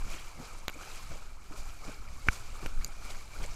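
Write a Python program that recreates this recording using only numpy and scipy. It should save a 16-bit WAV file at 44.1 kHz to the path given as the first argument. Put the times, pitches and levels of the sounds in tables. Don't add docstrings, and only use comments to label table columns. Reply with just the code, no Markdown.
import sys
import numpy as np
from scipy import signal
from scipy.fft import rfft, irfft
from scipy.io import wavfile
from scipy.ndimage import uniform_filter1d, map_coordinates

SR = 44100
rng = np.random.default_rng(int(sys.argv[2]) if len(sys.argv) > 2 else 0)


def to_wav(s):
    ch = np.atleast_2d(s).T
    pcm = np.round(np.clip(ch, -1, 1) * 32767)
    wavfile.write(sys.argv[1], SR, pcm.astype(np.int16))


N = 156555


def undb(db):
    return 10 ** (np.asarray(db) / 20)


def unit(x):
    return x / np.sqrt(np.mean(x ** 2))


def noise():
    return rng.standard_normal(N)


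def colour(x, points):
    hz, db = np.array(points).T
    f = np.maximum(np.arange(N // 2 + 1) * SR / N, 1)
    gain = undb(np.interp(np.log(f), np.log(hz), db))
    return unit(irfft(rfft(x) * gain, N))


def add(out, start, sound):
    i = max(int(start * SR), 0)
    out[i:i + len(sound)] += sound[:max(N - i, 0)]


def swell(crest, rise, fall):
    t = np.arange(N) / SR - crest
    return np.exp(np.where(t < 0, -(t / rise) ** 2, -t / fall))


def swells(table):
    return sum(undb(db) * swell(crest, rise, fall) for crest, db, rise, fall in table)


def flicker(rate, depth_db):
    k = int(SR / rate)
    steps = np.repeat(rng.standard_normal(1024), k)[:N]
    return undb(depth_db * uniform_filter1d(steps, k))


def swarm(per_s, cycles, low_hz, high_hz):
    glide = .14
    scatter_db = 2.7
    out = np.zeros(N)
    for when, pitch, size, length in rng.random((16000, 4))[:int(per_s * N / SR)]:
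        hz = low_hz * (high_hz / low_hz) ** (pitch ** .7)
        life = cycles * (.5 + length) / hz
        t = np.arange(int(2 * life * SR)) / SR
        ring = np.sin(2 * np.pi * hz * t * (1 + glide * t / life / 2))
        ring *= np.exp(-np.e * t / life)
        strength = undb(scatter_db * min(-np.log(1 - size), 4)) * hz ** 0.75
        add(out, when * N / SR, ring * strength)
    return unit(out)


def patchy(x, low_hz):
    spectrum = rfft(x)
    f = np.maximum(np.arange(len(spectrum)) * SR / N, 1)
    place = np.clip(2 * np.log2(f / low_hz), 0, 7)
    out = np.zeros(N)
    for k in range(8):
        band = irfft(spectrum * np.maximum(1 - abs(place - k), 0), N)
        out += band * flicker(70, depth_db=1.4)
    return unit(out)


def wind():
    # (t/s, level/dB)
    gusts = [(0, -30), (.13, -35.5), (.32, -44), (.6, -40), (.95, -43.5), (1.1, -35), (1.36, -42),
             (1.55, -39), (1.671, -34.5), (1.9, -43), (2.102, -33), (2.4, -36), (2.62, -38), (2.8, -29),
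             (2.95, -37), (3.28, -37.5), (3.422, -32.5), (3.55, -37)]
    # (f/Hz, level/dB)
    rumble_colour = [(5, -1.5), (12, 5.5), (21, 2.5), (30, -11.5), (48, -12.5), (68, -19.5), (100, -25),
                     (160, -32), (300, -38.5), (1000, -68)]
    # (f/Hz, level/dB)
    buffet_colour = [(30, 5.5), (60, 6.5), (100, -3), (160, -12.5), (300, -22), (1000, -79)]
    gust_db = np.interp(np.arange(N) / SR, *np.array(gusts).T)
    rumble = colour(noise(), rumble_colour) * undb(gust_db)
    buffets = colour(noise(), buffet_colour) * unit(flicker(35, depth_db=6.0))
    buffet_db = -48.5 + 0.68 * (gust_db + 28)
    return rumble + buffets * undb(buffet_db)


def bubbles():
    # (f/Hz, level/dB)
    churn_colour = [(70, 9), (150, -2.5), (300, -2.5), (450, -4), (800, -1.5), (1020, -1), (1330, 3),
                    (1650, -7), (1980, -16), (2180, -3), (2360, 3), (2600, -13), (3200, -13), (5000, -38),
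                    (9000, -39)]
    fizz = swarm(per_s=1700, cycles=15, low_hz=293.8, high_hz=4140) + noise()
    churn = colour(patchy(fizz, low_hz=350), churn_colour)
    speed = flicker(14, depth_db=20 * np.log10(1.03))
    return map_coordinates(churn, [np.cumsum(speed / speed.mean())], mode="mirror")


def droplets():
    # (f/Hz, level/dB)
    spray_colour = [(800, -1), (1900, -1), (2400, 4), (2900, 0), (3400, -3), (4000, 1), (4650, 2.5),
                    (5400, 0), (6500, 1.5), (7600, 1), (8400, -4), (10000, -6), (12000, -8.5), (14000, -13),
                    (15500, -20)]
    per_s, scatter_db = 5000, 3.2
    hits = (rng.random(N) < per_s / SR) * rng.choice([-1, 1], N)
    ticks = hits * undb(scatter_db * np.minimum(rng.exponential(size=N), 5))
    plinks = undb(-11) * swarm(per_s=170, cycles=18, low_hz=2073, high_hz=10430)
    mist = noise()
    return colour(patchy(unit(ticks) + plinks + mist, low_hz=1050), spray_colour)


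def splashes():
    # (crest t/s, rise/s, fall/s, churn level/dB, spray level/dB)
    waves = [(.01, .04, 0.075, -49.5, -55), (.13, 0.088, 0.22, -49, -49.5), (.45, 0.071, 0.26, -50, -53.5),
             (.75, .04, 0.057, -52, -58), (.82, 0.031, 0.25, -48.5, -52), (.975, 0.14, 0.14, -66, -52),
             (1.14, 0.07, 0.16, -52, -56), (1.47, 0.06, 0.059, -63, -61), (1.526, 0.027, 0.15, -50.5, -58),
             (1.586, 0.03, 0.049, -64, -50.5), (1.68, 0.051, 0.2, -56, -55.5),
             (1.896, 0.098, 0.1, -48.5, -53), (2.06, 0.14, 0.16, -61, -86),
             (2.272, 0.0047, 0.025, -50, -53), (2.331, 0.022, 0.045, -52, -45.5),
             (2.40, 0.35, 0.65, -54.5, -54), (2.56, 0.025, 0.24, -51, -60),
             (2.647, 0.044, 0.048, -48.5, -53.5), (2.825, 0.032, 0.27, -53, -56.5),
             (3.06, 0.054, 0.1, -52, -52), (3.106, 0.011, 0.03, -49.5, -46.5),
             (3.168, 0.031, 0.11, -53.5, -54), (3.38, 0.093, 1, -51, -54),
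             (3.443, 0.027, 0.019, -44.5, -50)]
    churn_power, spray_power = undb(-61) ** 2, undb(-65.5) ** 2
    for crest, rise, fall, churn_db, spray_db in waves:
        wave = swell(crest, rise, fall)
        churn_power = churn_power + (wave * undb(churn_db)) ** 2
        spray_power = spray_power + (wave * undb(spray_db)) ** 2
    churn = np.sqrt(churn_power) * bubbles() * flicker(45, depth_db=-0.04)
    spray = np.sqrt(spray_power) * droplets() * flicker(70, depth_db=0.47)
    return churn + spray


def showers():
    # (crest t/s, level/dB, rise/s, fall/s)
    shower_table = [(.14, -52, 0.051, 0.097), (.85, -58, .05, 0.067), (.975, -57, 0.046, 0.025),
                    (1.14, -63.5, 0.074, 0.052), (2.52, -65, .05, 0.086), (3.1, -56, 0.027, .06),
                    (3.445, -49, 0.021, 0.016)]
    patter = swarm(per_s=700, cycles=12, low_hz=1700, high_hz=3220)
    return patter * swells(shower_table)


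def clots():
    # (start t/s, level/dB, centre f/Hz)
    clot_table = [(.529, -48, 7880), (0.588, -49, 8950), (.706, -52, 8500), (0.74, -45, 7500),
                  (.809, -43, 1290), (.972, -43, 2540), (1.599, -44, 6300), (1.942, -42.5, 4770),
                  (2.086, -48, 1980), (2.331, -39, 6200), (2.629, -38.5, 1540), (2.810, -41, 1900),
                  (2.877, -45, 9100), (3.106, -41, 3680), (3.148, -40, 1310), (3.430, -44, 7580),
                  (3.461, -38.5, 7400)]
    width_octaves, rise_s, fall_s = .17, 0.00078, 0.0024
    out, t = np.zeros(N), np.arange(SR // 20) / SR
    f = np.maximum(np.arange(len(t) // 2 + 1) * SR / len(t), 1)
    for start, db, hz in clot_table:
        band = 1 / (1 + (np.log2(f / hz) / width_octaves) ** 2)
        splat = unit(irfft(rfft(rng.standard_normal(len(t))) * band, len(t)))
        shape = (1 - np.exp(-t / rise_s)) * np.exp(-t / fall_s)
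        add(out, start, undb(db) * splat * shape)
    return out


def drops_on_case():
    # (start t/s, ring level/dB, brightest f/Hz, spread/octaves, slap level/dB,
    # crack level/dB, lowest crack f/Hz, thump level/dB, ping f/Hz, ping level/dB)
    drop_table = [(.6815, -30.5, 2200, 2.15, -20.5, -27, 100, -71, 4000, -26.5),
                  (0.6926, -31, 1730, 0.67, -52, -47, 500, -54, 1650, -46),
                  (.698, -40, 2200, 2.3, -31.5, -51, 300, -61, 3000, -46),
                  (2.2833, -38, 1700, 1, -35, -44, 100, -43, 2300, -53),
                  (2.286, -6.5, 1670, 0.52, -47, -28.5, 100, -19.5, 5750, -26.5),
                  (2.6613, -29.5, 1700, 1.2, -25.5, -37, 100, -33.5, 2920, -44),
                  (2.668, -47, 4000, 2, -47, -43, 200, -64, 7000, -46),
                  (2.846, -17, 6320, 0.48, -80, -28, 8450, -85, 13900, -29),
                  (2.8633, -43, 5940, 0.7, -79, -56, 4000, -70, 9100, -46)]
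    # (f/Hz, level/dB, time to fall by 60 dB/s)
    case_modes = [(1190, -8.5, 0.0023), (1503, -1.5, 0.0097), (2300, -1.5, 0.014), (2800, 5, 0.0052),
                  (4000, -8, 0.012), (4730, -7.5, 0.013), (6140, -13, .007), (6960, -4.5, 0.0068),
                  (8360, -24, 0.01), (12100, 10, 0.0044)]
    # (f/Hz, level/dB)
    crack_colour = [(150, -14), (400, -2), (800, -1), (2000, 4), (3000, 1), (3900, 9), (4400, -41),
                    (5600, 4), (7800, -7), (11000, -12), (14000, -21), (15500, -20)]
    slap_s, crack_s, dent_s, rebound_s = 0.00011, 0.0016, 0.00064, 0.007
    ping_cycles = 3.9
    out, t = np.zeros(N), np.arange(SR // 10) / SR

    def mode(hz, t60):
        return np.sin(2 * np.pi * hz * t) * np.exp(-np.log(1000) * t / t60)

    def push(crest_s):
        return t / crest_s * np.exp(1 - t / crest_s)

    thump = push(rebound_s) ** 4 - push(dent_s)
    bursts = np.array_split(colour(noise(), crack_colour), len(drop_table))
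    for burst, drop in zip(bursts, drop_table):
        start, db, bright_hz, spread, slap_db, crack_db, low_hz, thump_db, ping_hz, ping_db = drop
        ring = np.zeros(len(t))
        for k, (hz, mode_db, t60) in enumerate(case_modes):
            reach = 1 / (1 + abs(np.log2(hz / bright_hz) / spread) ** 4)
            ring += (-1) ** k * undb(mode_db) * reach * mode(hz, t60)
        high_pass = signal.butter(2, low_hz, "high", fs=SR, output="sos")
        crack = signal.sosfilt(high_pass, burst[:len(t)] * np.exp(-t / crack_s))
        ping = mode(ping_hz, np.log(1000) * ping_cycles / ping_hz)
        hit = undb(db) * ring + undb(ping_db) * ping - undb(slap_db) * push(slap_s)
        add(out, start, hit + undb(crack_db) * crack + undb(thump_db) * thump)
    return out


def glugs():
    # (start t/s, level/dB, starting f/Hz)
    glug_table = [(.083, -41, 710), (.139, -45, 525), (.141, -42, 298), (.399, -36, 237), (.421, -47, 465),
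                  (.741, -52, 245), (.756, -39, 550), (.763, -41, 284), (.806, -55, 686), (1.108, -44, 113),
                  (1.118, -43, 525), (1.127, -45, 272), (1.155, -39, 524), (1.509, -39, 282),
                  (1.539, -43, 384), (1.879, -40, 194), (1.890, -41, 412), (1.892, -37, 577),
                  (2.268, -38, 536), (2.531, -45, 525), (2.628, -40, 335), (3.103, -39, 745),
                  (3.409, -43, 335), (3.428, -50, 462), (3.449, -35, 540)]
    rise_s, glide_per_s, fall_cycles = 0.00095, 8, 2.1
    out, t = np.zeros(N), np.arange(SR // 8) / SR
    for start, db, hz in glug_table:
        ring = np.sin(2 * np.pi * hz * t * (1 + glide_per_s * t / 2))
        shape = (1 - np.exp(-t / rise_s)) * np.exp(-t * hz / fall_cycles)
        add(out, start, -undb(db) * ring * shape)
    return out


def plunges():
    # (crest t/s, level/dB, rise/s, fall/s)
    plunge_table = [(.075, -48, 0.014, 0.014), (0.149, -53, 0.007, 0.012), (.408, -46.5, 0.044, 0.025),
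                    (.766, -53, 0.014, .014), (1.124, -49.5, 0.024, .03), (1.522, -53, .01, .025),
                    (1.892, -43.5, 0.029, 0.015), (2.272, -45, 0.0071, 0.014), (2.496, -57, 0.011, 0.023),
                    (2.636, -44.5, .008, 0.019), (2.662, -46, 0.0076, 0.0047), (3.056, -56, .008, .012),
                    (3.428, -48, 0.03, 0.015)]
    # (f/Hz, level/dB)
    gulp_colour = [(60, 1.5), (120, 11), (300, 0.5), (550, -2), (900, -6.5), (2000, -6), (5000, -50)]
    pockets = swarm(per_s=900, cycles=3.8, low_hz=111, high_hz=1403)
    foam = undb(-4) * noise()
    return colour(pockets + foam, gulp_colour) * swells(plunge_table)


def scene():
    lake = splashes() + showers() + clots()
    hoof = glugs() + plunges()
    return (wind() + lake + drops_on_case() + hoof)[None]


def record(dry):
    low_pass = signal.ellip(8, .2, 80, 15400, fs=SR, output="sos")
    return signal.sosfilt(low_pass, dry)


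dry = scene()
out = record(dry)
to_wav(out)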